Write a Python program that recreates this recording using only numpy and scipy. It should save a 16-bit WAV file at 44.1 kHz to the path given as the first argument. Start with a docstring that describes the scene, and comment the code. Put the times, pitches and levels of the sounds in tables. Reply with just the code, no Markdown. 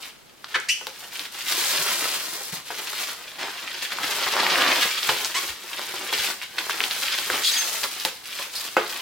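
"""Peeling stretch wrap

Stretch wrap is peeled by hand off a flat box on a wooden table, in a small room.
The clinging film lets go in thousands of tiny noise snaps; when taut it drums on the box.
Creases flip over as short wavelets, and where film slips it squeaks with gliding, roughened partials.
The hands bump the box softly; the box knocks now and then, hardest near the end: fading tones and clicks.
Changing room echoes follow these sounds, over a faint steady hiss of film rubbing, made of noise."""
import sys
import numpy as np
from scipy import signal
from scipy.fft import rfft, irfft, next_fast_len
from scipy.io import wavfile
from scipy.ndimage import uniform_filter1d, map_coordinates

SR = 44100
rng = np.random.default_rng(int(sys.argv[2]) if len(sys.argv) > 2 else 0)


def materialize(psi):
    """Save the field psi as 16-bit PCM at rate SR to the path in sys.argv[1].

    A 1-D psi becomes a single channel; in a 2-D psi each row is a channel.
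    """
    bounded = np.clip(np.atleast_2d(psi).T, -1, 1)
    quanta = np.round(bounded * 32767).astype(np.int16)
    wavfile.write(sys.argv[1], SR, quanta)


N = 397341  # length in samples

# All levels are relative: the filters and mixing steps below still act on them.
# Pulls that peel the film off; drum and fizz are relative to the crinkle, swell runs from start to end:
# start_s, length_s, crinkle_db, swell_db, drum_db, fizz_db
PULLS = [(0, .08, -41, 0, -7, -0.5), (.48, .05, -43, 8, -5, -5.5), (.98, .1, -44, 0, -6, 0),
         (1.114, .14, -37, -2.5, -11, -2), (1.311, .15, -37, 3, -9, 0.5), (1.46, .245, -27.5, 0, -10, 1),
         (1.68, .49, -27.5, -4, -7, 0), (2.17, .33, -38.5, -5, -7, 4), (2.519, .05, -36, 0, -4, 3),
         (2.64, .32, -36.5, 2, -8.5, -1), (2.969, .15, -31, -5, -9, -3), (3.17, .21, -44, 0, -4, -7),
         (3.38, .12, -33, -3, -5, -11), (3.471, .5, -35.5, 2, -9, -9), (3.96, .38, -28.5, 3, -7, -5),
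         (4.32, .4, -24, 1.5, -2, -9), (4.72, .15, -24, -2, -8, -5), (4.86, .17, -28.5, -2, -16, -6),
         (5.025, .1, -25, 0, -12, -6), (5.13, .18, -32, -6, -9, -1.5), (5.339, .16, -33, -5, -7, -0.5),
         (5.6, .52, -37, 5, -5, -3), (6.119, .19, -28, 2, -11, -3), (6.519, .36, -33, 7, -8, -4.5),
         (6.88, .4, -30, 0, -13, -4), (7.29, .11, -29, 0, -4, -1.5), (7.41, .21, -29, -1, -20, 1),
         (7.6, .26, -32, -4, -8, 1), (7.89, .19, -34.5, 1, -13, -2), (8.23, .22, -34.5, 3, -13, -5),
         (8.521, .15, -37, 2, -7, 1), (8.81, .2, -36, 0, -8, -3)]
TAKE_UP_SHARE, LET_GO_S = .08, .025  # time constants: build-up as a share of the pull's length, dying away
# A fold crumples all at once; fizz is relative to the crinkle: start_s, crinkle_db, fizz_db
CRUMPLES = [(1.195, -37, -1), (2.01, -28, -8), (2.335, -33, -3), (2.78, -32, -2), (2.995, -32, -5),
            (3.821, -30, -1), (3.915, -29, -14), (4.03, -25, -13.5), (4.105, -24, -6), (4.254, -28, -6),
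            (4.81, -27, -8), (5.085, -23, -8), (5.245, -29, -2), (5.935, -31, -5), (6.125, -26, -7),
            (6.235, -25, -6), (6.415, -31, -7), (6.58, -26, -10), (6.69, -28, -6), (6.825, -24, -10),
            (6.905, -31, 0), (7.025, -26, -7), (7.175, -26, -5), (7.829, -25, -7), (8.048, -28, -6),
            (8.386, -30, -8)]
CRUMPLE_RISE_S, CRUMPLE_DRUM_DB = .009, -9  # time to its peak; drumming relative to crinkle
# Loose film rustling in the hands all along: time_s, level_db
SLACK_RUSTLE = [(0.1, -54), (.32, -58), (.53, -47), (.66, -50), (.9, -45), (1.05, -44), (1.29, -49),
                (2.4, -40), (2.62, -51), (2.9, -40), (3.33, -45), (5.3, -40), (5.6, -42), (6.5, -46),
                (7.6, -38), (8.2, -47), (8.5, -41), (9, -42)]
SLACK_DRUM_DB, SLACK_FIZZ_DB = -9, -1  # its drumming and fizz, relative to its crinkle
# Colours of the three kinds of tiny snap: pitch_hz, level_db (per Hz)
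DRUM_COLOUR = [(25, -41), (70, -23), (130, -14.5), (250, -8.5), (330, -1), (500, -1.5), (680, -1),
               (1050, 2), (1400, 1), (2200, -3.5), (5000, -74.5)]
CRINKLE_COLOUR = [(300, -40.5), (800, -17), (1400, -2), (2200, 1), (3300, 2.5), (3900, -0.5), (4900, -2),
                  (6000, -9.5), (8000, -16.5), (16000, -38.5)]
FIZZ_COLOUR = [(1500, -31), (4000, 2.5), (6200, 1), (8000, 0), (11000, -1.5), (14500, -2), (16000, -5.5)]
GRAIN_SPREAD_DB = 5.2  # how unequal the drum and fizz snaps are when the film is taut
# Single creases that snap through: start_s, level_db, pitch_hz
SNAPS = [(0.4429, -21.5, 1380), (0.4449, -17.5, 3950), (.601, -16.5, 6770), (0.8695, -12, 4020),
         (1.1944, -10.5, 3820), (1.199, -22, 3000), (1.524, -7.5, 4200), (1.563, -18, 7450),
         (1.626, -15, 4000), (1.648, -8, 8060), (1.701, -12, 4500), (2.009, -16, 2480), (3.921, -15, 1700),
         (3.986, -14, 1290), (4.337, -13.5, 903), (4.366, -9, 1100), (4.432, -10.5, 805), (4.466, -6, 2400),
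         (4.557, -4.5, 2000), (4.585, -9, 1300), (4.621, -3, 3140), (4.639, -12, 1670), (4.713, -15, 2460),
         (5.031, -7.5, 3900), (5.091, -6, 1920), (5.2476, -5.5, 5400), (5.257, -13, 6000),
         (6.128, -18, 2840), (6.25, -21, 3200), (6.416, -16, 2380), (6.584, -10.5, 1937),
         (6.696, -10.5, 1330), (6.805, -4, 2500), (6.8393, -3.5, 2970), (6.911, -8, 3900),
         (7.034, -14, 3010), (7.083, -9.5, 2860), (7.187, -9, 3130), (7.301, -7.5, 1550), (7.84, -9, 3800),
         (8, -14, 5000), (8.0508, -3.5, 3950)]
# Film slipping on film or on the table; roughness runs from 0 to 1, fall_db is the drop one octave off centre:
# start_s, length_s, first_hz, settled_hz, level_db, fade_db, first_rough, settled_rough, fall_db, centre_hz
SQUEAKS = [(.542, 0.021, 1698, 1860, -17.5, 3, 0.5, 1, -8, 1800),
           (.684, .052, 2202, 3020, -19.5, 10.5, 0.96, 0.1, -8, 3250),
           (3.385, .13, 922, 903, -38, 10, 0.78, 0.54, -3, 1200),
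           (5.341, 0.051, 925, 1120, -24, 3, 0.26, 0.13, -4, 2150),
           (7.433, 0.054, 3500, 3355, -24, 4, 0.97, .45, -12, 3900),
           (7.438, 0.06, 4800, 4450, -24.5, 2, 0.92, .45, -12, 4500),
           (7.488, 0.0167, 3500, 3950, -24.5, 2, .2, 0.2, -8, 3900),
           (7.511, .024, 5020, 6620, -26, 9, 0.2, .2, -19, 5700),
           (7.53, 0.0293, 4510, 4850, -26.5, 2, .35, .08, -9, 3900),
           (7.56, 0.014, 3330, 3320, -23.5, 1, 0.15, 0.1, -17, 3900),
           (7.567, .046, 6600, 6310, -26.5, 1, .2, .08, -17, 5700),
           (8.55, 0.044, 4310, 4620, -28.5, 14, 0.78, 0.94, -10, 4500)]
SQUEAK_ATTACK_S, SETTLE_SHARE = 0.0038, .36  # onset time constant; pitch settling as a share of the length
# The box knocks: start_s, level_db, edge_click_db (relative to the knock)
KNOCKS = [(0.555, -18, -18.5), (0.811, -26.5, -7.5), (.869, -24.5, 5), (2.703, -21, -22), (3.389, -29, -7),
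          (5.093, -10.5, -12), (6.1259, -15, -7), (7.299, -18, 1), (8.05, -14.5, 4), (8.767, -1, -18)]
# Ringing tones of the box on the table; t60_s is the time to fall by 60 dB: pitch_hz, level_db, t60_s
BOX_MODES = [(211, -24, .2), (353, -19.5, 0.21), (434, -13, 0.14), (520.4, -9, 0.13), (690, -7, 0.034),
             (875, 2, 0.027), (990, 0, 0.017), (1233, -3, 0.031), (1473, -2.5, 0.042), (1680, -14, 0.026),
             (2090, -8.5, 0.022), (2560, -10.5, 0.03)]
# Colour of the contents rattling after a knock: pitch_hz, level_db (per Hz)
RATTLE_COLOUR = [(100, -17), (400, -2.5), (1400, 2), (2900, -3.5), (5000, -13), (16000, -42)]
# Soft bumps of the hands: start_s, level_db, pitch_hz
BUMPS = [(1.789, -38, 165), (2.526, -30.5, 163), (2.554, -40, 140), (5.088, -29, 135), (5.495, -40, 65),
         (6.19, -37, 62), (7.305, -48, 95.1), (8.045, -41, 150)]
# Where the hands work, as how much later the sound reaches the left microphone: time_s, lag_s
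BEARING = [(0, 2e-5), (.7, 1e-5), (1.3, 0), (1.8, 3e-5), (2.4, 5e-5), (2.8, 2e-5), (3.2, 0), (4.2, -1e-5),
           (5, 0)]
# How long the room's echoes take to fall by 60 dB: pitch_hz, t60_s
ROOM_DECAY = [(100, 0.25), (500, 0.34), (3000, 0.46), (8000, 0.54), (16000, 0.34)]
# How alike the left and right echoes are: pitch_hz, likeness (no unit)
ECHO_LIKENESS = [(50, 1), (250, 1), (1000, 0.69), (2000, 0.41), (4000, 0.2), (8000, 0.11), (16000, 0.33)]
# Colour of the steady hiss of film rubbing: pitch_hz, level_db (per Hz)
RUBBING_COLOUR = [(20, -15.5), (70, -11), (200, -6.5), (1000, -11), (16000, -27.5)]
RUBBING_DB, TOP_HZ = -53, 15950  # level of the rubbing hiss; nothing is kept from this pitch up


def film():
    """Peeling film: low drumming through the box, crinkling creases and the fizz of the parting layers."""
    drum_db, crinkle_db, fizz_db = effort()
    drum_grains = crackle(rate=1000, spread_db=GRAIN_SPREAD_DB, life=0.00035, clump_db=2.0,
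                          width=0.052, level_db=drum_db)
    crinkle_grains = crackle(rate=1700, spread_db=3.5, life=0.00025, clump_db=2.57,
                             width=0.22, level_db=crinkle_db)
    fizz_grains = crackle(rate=2800, spread_db=GRAIN_SPREAD_DB, life=0.00027, clump_db=1.2,
                          width=0.88, level_db=fizz_db)
    drum = amp(drum_db - 1.0) * unit(coloured(drum_grains, DRUM_COLOUR))
    crinkle = amp(crinkle_db - 2.0) * shifting(coloured(crinkle_grains, CRINKLE_COLOUR), depth_db=0.5)
    fizz = amp(fizz_db - 1.0) * unit(coloured(fizz_grains, FIZZ_COLOUR))
    fizz = fizz * amp([[.6], [-.6]])  # leans left
    return in_room(drum + crinkle + fizz, wet_db=-2)


def effort():
    """Levels in dB of drumming, crinkle and fizz: slack rustle, pulls and crumples add up in power."""
    t = np.arange(N) / SR
    slack_db, = curves(SLACK_RUSTLE, t)
    power = (amp([[SLACK_DRUM_DB], [0], [SLACK_FIZZ_DB]]) * amp(slack_db)) ** 2
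    t = t[:SR]
    for s, length, db, swell_db, drum_db, fizz_db in PULLS:
        hold = amp(db + swell_db * (np.minimum(t / length, 1) - .5))
        take_up = 1 - np.exp(-t / (TAKE_UP_SHARE * length))
        let_go = np.exp(-np.maximum(t - length, 0) / LET_GO_S)
        pull = take_up * hold * let_go
        add(power, max(s, 0), (amp([[drum_db], [0], [fizz_db]]) * pull) ** 2)
    burst = t / CRUMPLE_RISE_S * np.exp(1 - t / CRUMPLE_RISE_S)
    for s, db, fizz_db in CRUMPLES:
        add(power, s, (amp([[CRUMPLE_DRUM_DB], [0], [fizz_db]]) * amp(db) * burst) ** 2)
    return 10 * np.log10(power)


def crackle(rate, spread_db, life, clump_db, width, level_db, crowding=.45, size=64):
    """Tiny fading noise snaps of varied size and direction; a harder pull crowds them closer.

    rate is the base number a second, life a fade time constant in s, size a length in samples.
    """
    crowd_db = np.clip(crowding, 0, 1) * 2 * (level_db - level_db.mean())
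    density = np.maximum(amp(crowd_db), 1)
    count = int(rate * density.sum() / SR)
    picks = rng.random(count) * density.sum()
    start = np.searchsorted(np.cumsum(density), picks).clip(0, N - 1)
    # slack film only brushes softly: its grains are more alike in size
    taut = np.interp(level_db[start], [-58, -38], [.3, 1])
    level = taut * spread_db * np.minimum(rng.standard_normal(count), 2.3)
    level = level + clump_db * wobble(70, N)[start]
    fade = np.exp(-np.arange(size) / (life * SR))
    # crowded snaps are each made smaller
    grain_gain = (amp(level) / np.sqrt(density[start]))[:, None]
    mid, side = rng.standard_normal((2, count, size)) * fade * grain_gain
    where = (start[:, None] + np.arange(size)).ravel()
    left, right = [np.bincount(where, (mid + sign * width * side).ravel(), N + size)[:N] for sign in (1, -1)]
    return np.array([left, right])


def shifting(x, depth_db, size=7):
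    """Folds form and vanish, so the film's resonances wander in pitch and time."""
    z = signal.stft(x, nperseg=512)[2]
    field = uniform_filter1d(rng.standard_normal(z.shape[1:]), size * 2, 0)  # smooth over pitch
    field = uniform_filter1d(field, size, 1)  # smooth over time
    return unit(signal.istft(z * amp(depth_db * unit(field)), nperseg=512)[1][:, :N])


def snaps(tick=0.094):
    """A crease flips over: a wavelet of about two cycles with a little broadband tick."""
    track, t = np.zeros(N), np.arange(SR // 200) / SR
    for s, db, hz in SNAPS:
        u = t * hz / .7  # the envelope peaks after 0.7 of a cycle
        envelope = (u * np.exp(1 - u)) ** 2
        wave = np.sin(2 * np.pi * hz * t) + tick * rng.standard_normal(len(t))
        add(track, s, amp(db) * envelope * wave)
    return in_room(radiated(track, low_hz=590), wet_db=-4.0)


def squeaks(jitter=0.0593, scatter=1400):
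    """Stick and slip glides to a settled pitch: clean slip is a tone, rough slip smears it into a scrape."""
    track, k = np.zeros(N), np.arange(1, 9)[:, None]  # k numbers the partials
    for (s, length, first_hz, settled_hz, db, fade_db,
         first_rough, settled_rough, fall_db, centre_hz) in SQUEAKS:
        t = np.arange(int(length * SR)) / SR
        unsettled = np.exp(-(t / (SETTLE_SHARE * length)) ** 2)
        hz = settled_hz + (first_hz - settled_hz) * unsettled
        rough = np.clip(settled_rough + (first_rough - settled_rough) * unsettled, 0, 1)
        shaky_hz = hz * (1 + jitter * rough * wobble(502, len(t)))
        phase = 2 * np.pi * np.cumsum(shaky_hz) / SR
        octaves_off = np.abs(np.log2(k * hz / centre_hz))
        weight = amp(fall_db * octaves_off ** 1.5) * (k * hz < TOP_HZ)
        rates = scatter * np.sqrt(k[:, 0])
        smear = np.array([wobble(rate, len(t)) + 1j * wobble(rate, len(t)) for rate in rates])
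        clean = (1 - rough) ** k ** 1.3  # the higher partials blur first
        blend = np.sqrt(clean) + np.sqrt((1 - clean) / 2) * smear
        partials = np.real(blend * np.exp(1j * k * phase))
        tone = np.sum(weight * partials, axis=0) / np.linalg.norm(weight, axis=0)
        envelope = amp(db - fade_db * (t / length) ** 2) * (1 - np.exp(-t / SQUEAK_ATTACK_S))
        add(track, s, envelope * unit(tone) * signal.windows.tukey(len(t), .1))
    return in_room(radiated(track, low_hz=700, order=3), wet_db=-0.5)


def box(click_t60=0.026, rattle_db=-19, rattle_t60=.18, bump_t60=0.078, bump_rise=0.0033):
    """Hard knocks ring the box, click its edge and shake its contents; hands give only a dull push."""
    knocks, bumps, shake = np.zeros((3, N))
    t = np.arange(SR // 3) / SR
    for s, db, click_db in KNOCKS:
        ring = np.zeros(len(t))
        for hz, level, t60 in BOX_MODES:
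            # each mode starts on its own phase as the contact spreads
            tone = np.sin(2 * np.pi * (hz * t + rng.random()))
            ring += amp(level + rng.normal(0, 1) - 60 * t / t60) * tone
        click = amp(click_db - 60 * t / click_t60) * rng.standard_normal(len(t))
        add(knocks, s, amp(db - 8.5) * (ring * (1 - np.exp(-t / 0.00045)) + click))
        add(shake, s, amp(db + rattle_db - 60 * t / rattle_t60))
    for s, db, hz in BUMPS:
        envelope = amp(db - 60 * t / bump_t60) * (1 - np.exp(-t / bump_rise))
        add(bumps, s, envelope * np.sin(2 * np.pi * hz * t))
    uneven_noise = rng.standard_normal((1, N)) * amp(3.7 * wobble(300, N))
    rattle = shake * unit(coloured(uneven_noise, RATTLE_COLOUR))
    near = radiated(knocks, low_hz=228, order=4) + rattle + radiated(bumps, low_hz=50)
    return in_room(near, wet_db=-1.0)


def radiated(track, low_hz, order=2):
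    """A small surface sends out little bass; both channels hear it alike."""
    sound = signal.sosfilt(signal.butter(order, low_hz, "highpass", fs=SR, output="sos"), track)
    return np.array([sound, sound])


def off_centre(x):
    """Work done to one side reaches the far microphone a little late."""
    n = np.arange(N)
    lag, = curves(BEARING, n / SR)
    return np.array([map_coordinates(x[0], [n - lag * SR], order=5), x[1]])


def in_room(x, wet_db, size=4000):
    """Stereo x with its echoes, whose pattern keeps changing as hands and film move."""
    wet, mono = np.zeros((2, N)), x.mean(0)
    for i in range(0, N, size):
        block = mono[None, i:i + size]
        if np.abs(block).max() > 1e-6:  # skip silence
            tail = echoes(early_db=3.5, early_t60=0.056)
            add(wet, i / SR, signal.fftconvolve(block, tail, axes=1))
    return x + amp(wet_db) * wet


def echoes(early_db, early_t60):
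    """A noise echo tail of unit energy: quick returns off the table and window, then the walls."""
    hz, t, z = signal.stft(rng.standard_normal((2, SR // 3)), SR, nperseg=256)
    walls = amp(-60 * t / along(ROOM_DECAY, hz)[:, None])
    quick = amp(early_db - 60 * t / early_t60)
    z = z * (walls + quick)
    alike = np.clip(along(ECHO_LIKENESS, hz), -1, 1)[:, None]
    mid, side = signal.istft(z * np.sqrt([1 + alike, 1 - alike]), SR, nperseg=256)[1]
    tail = np.pad([mid + side, mid - side], ((0, 0), (SR // 1000, 0)))  # starts 1 ms late
    return tail / np.sqrt(np.sum(tail ** 2) / 2)


def rubbing():
    """A faint steady hiss of film rubbing: coloured noise, drawn separately for each channel."""
    return amp(RUBBING_DB) * unit(coloured(rng.standard_normal((2, N)), RUBBING_COLOUR))


def amp(db):
    """Decibels to gain."""
    return 10 ** (np.asarray(db) / 20)


def unit(x):
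    """x at an rms (average strength) of 1."""
    return x / np.sqrt(np.mean(x ** 2) + 1e-20)


def along(points, hz):
    """(Hz, value) points read on a log axis."""
    f, v = np.transpose(points)
    return np.interp(np.log(hz + 1), np.log(f), v)


def curves(rows, t):
    """Each column after the time, read at times t."""
    s, *cols = np.transpose(rows)
    return [np.interp(t, s, c) for c in cols]


def wobble(rate, size):
    """A smooth random curve with rate knots a second."""
    knots = rng.standard_normal(int(size * rate / SR) + 4)
    return map_coordinates(knots, [np.arange(size) * rate / SR])


def add(track, s, sound):
    """Mix a sound into a track from time s on."""
    part = track[..., round(s * SR):][..., :sound.shape[-1]]
    part += sound[..., :part.shape[-1]]


def coloured(x, spectrum, size=4096):
    """x through a filter that never acts ahead of time, so that clicks keep their sharp fronts."""
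    cepstrum = irfft(np.log(amp(along(spectrum, np.fft.rfftfreq(size, 1 / SR)))))
    # folding the cepstrum gives the filter its earliest possible response
    cepstrum[1:size // 2] *= 2
    cepstrum[size // 2 + 1:] = 0
    response = irfft(np.exp(rfft(cepstrum)))
    return signal.fftconvolve(x, response[None], axes=1)[:, :N]


def scene():
    """Film and box, a touch louder on the left, over the faint steady hiss of film rubbing."""
    work = off_centre(film() + snaps() + squeaks() + box())
    return work * amp([[.2], [-.2]]) + rubbing()


def record(dry):
    """Keep only what lies below the band limit."""
    size = next_fast_len(N + SR // 2)
    keep = np.fft.rfftfreq(size, 1 / SR) < TOP_HZ
    return irfft(rfft(dry, size) * keep, size)[:, :N]


dry = scene()
out = record(dry)
materialize(out)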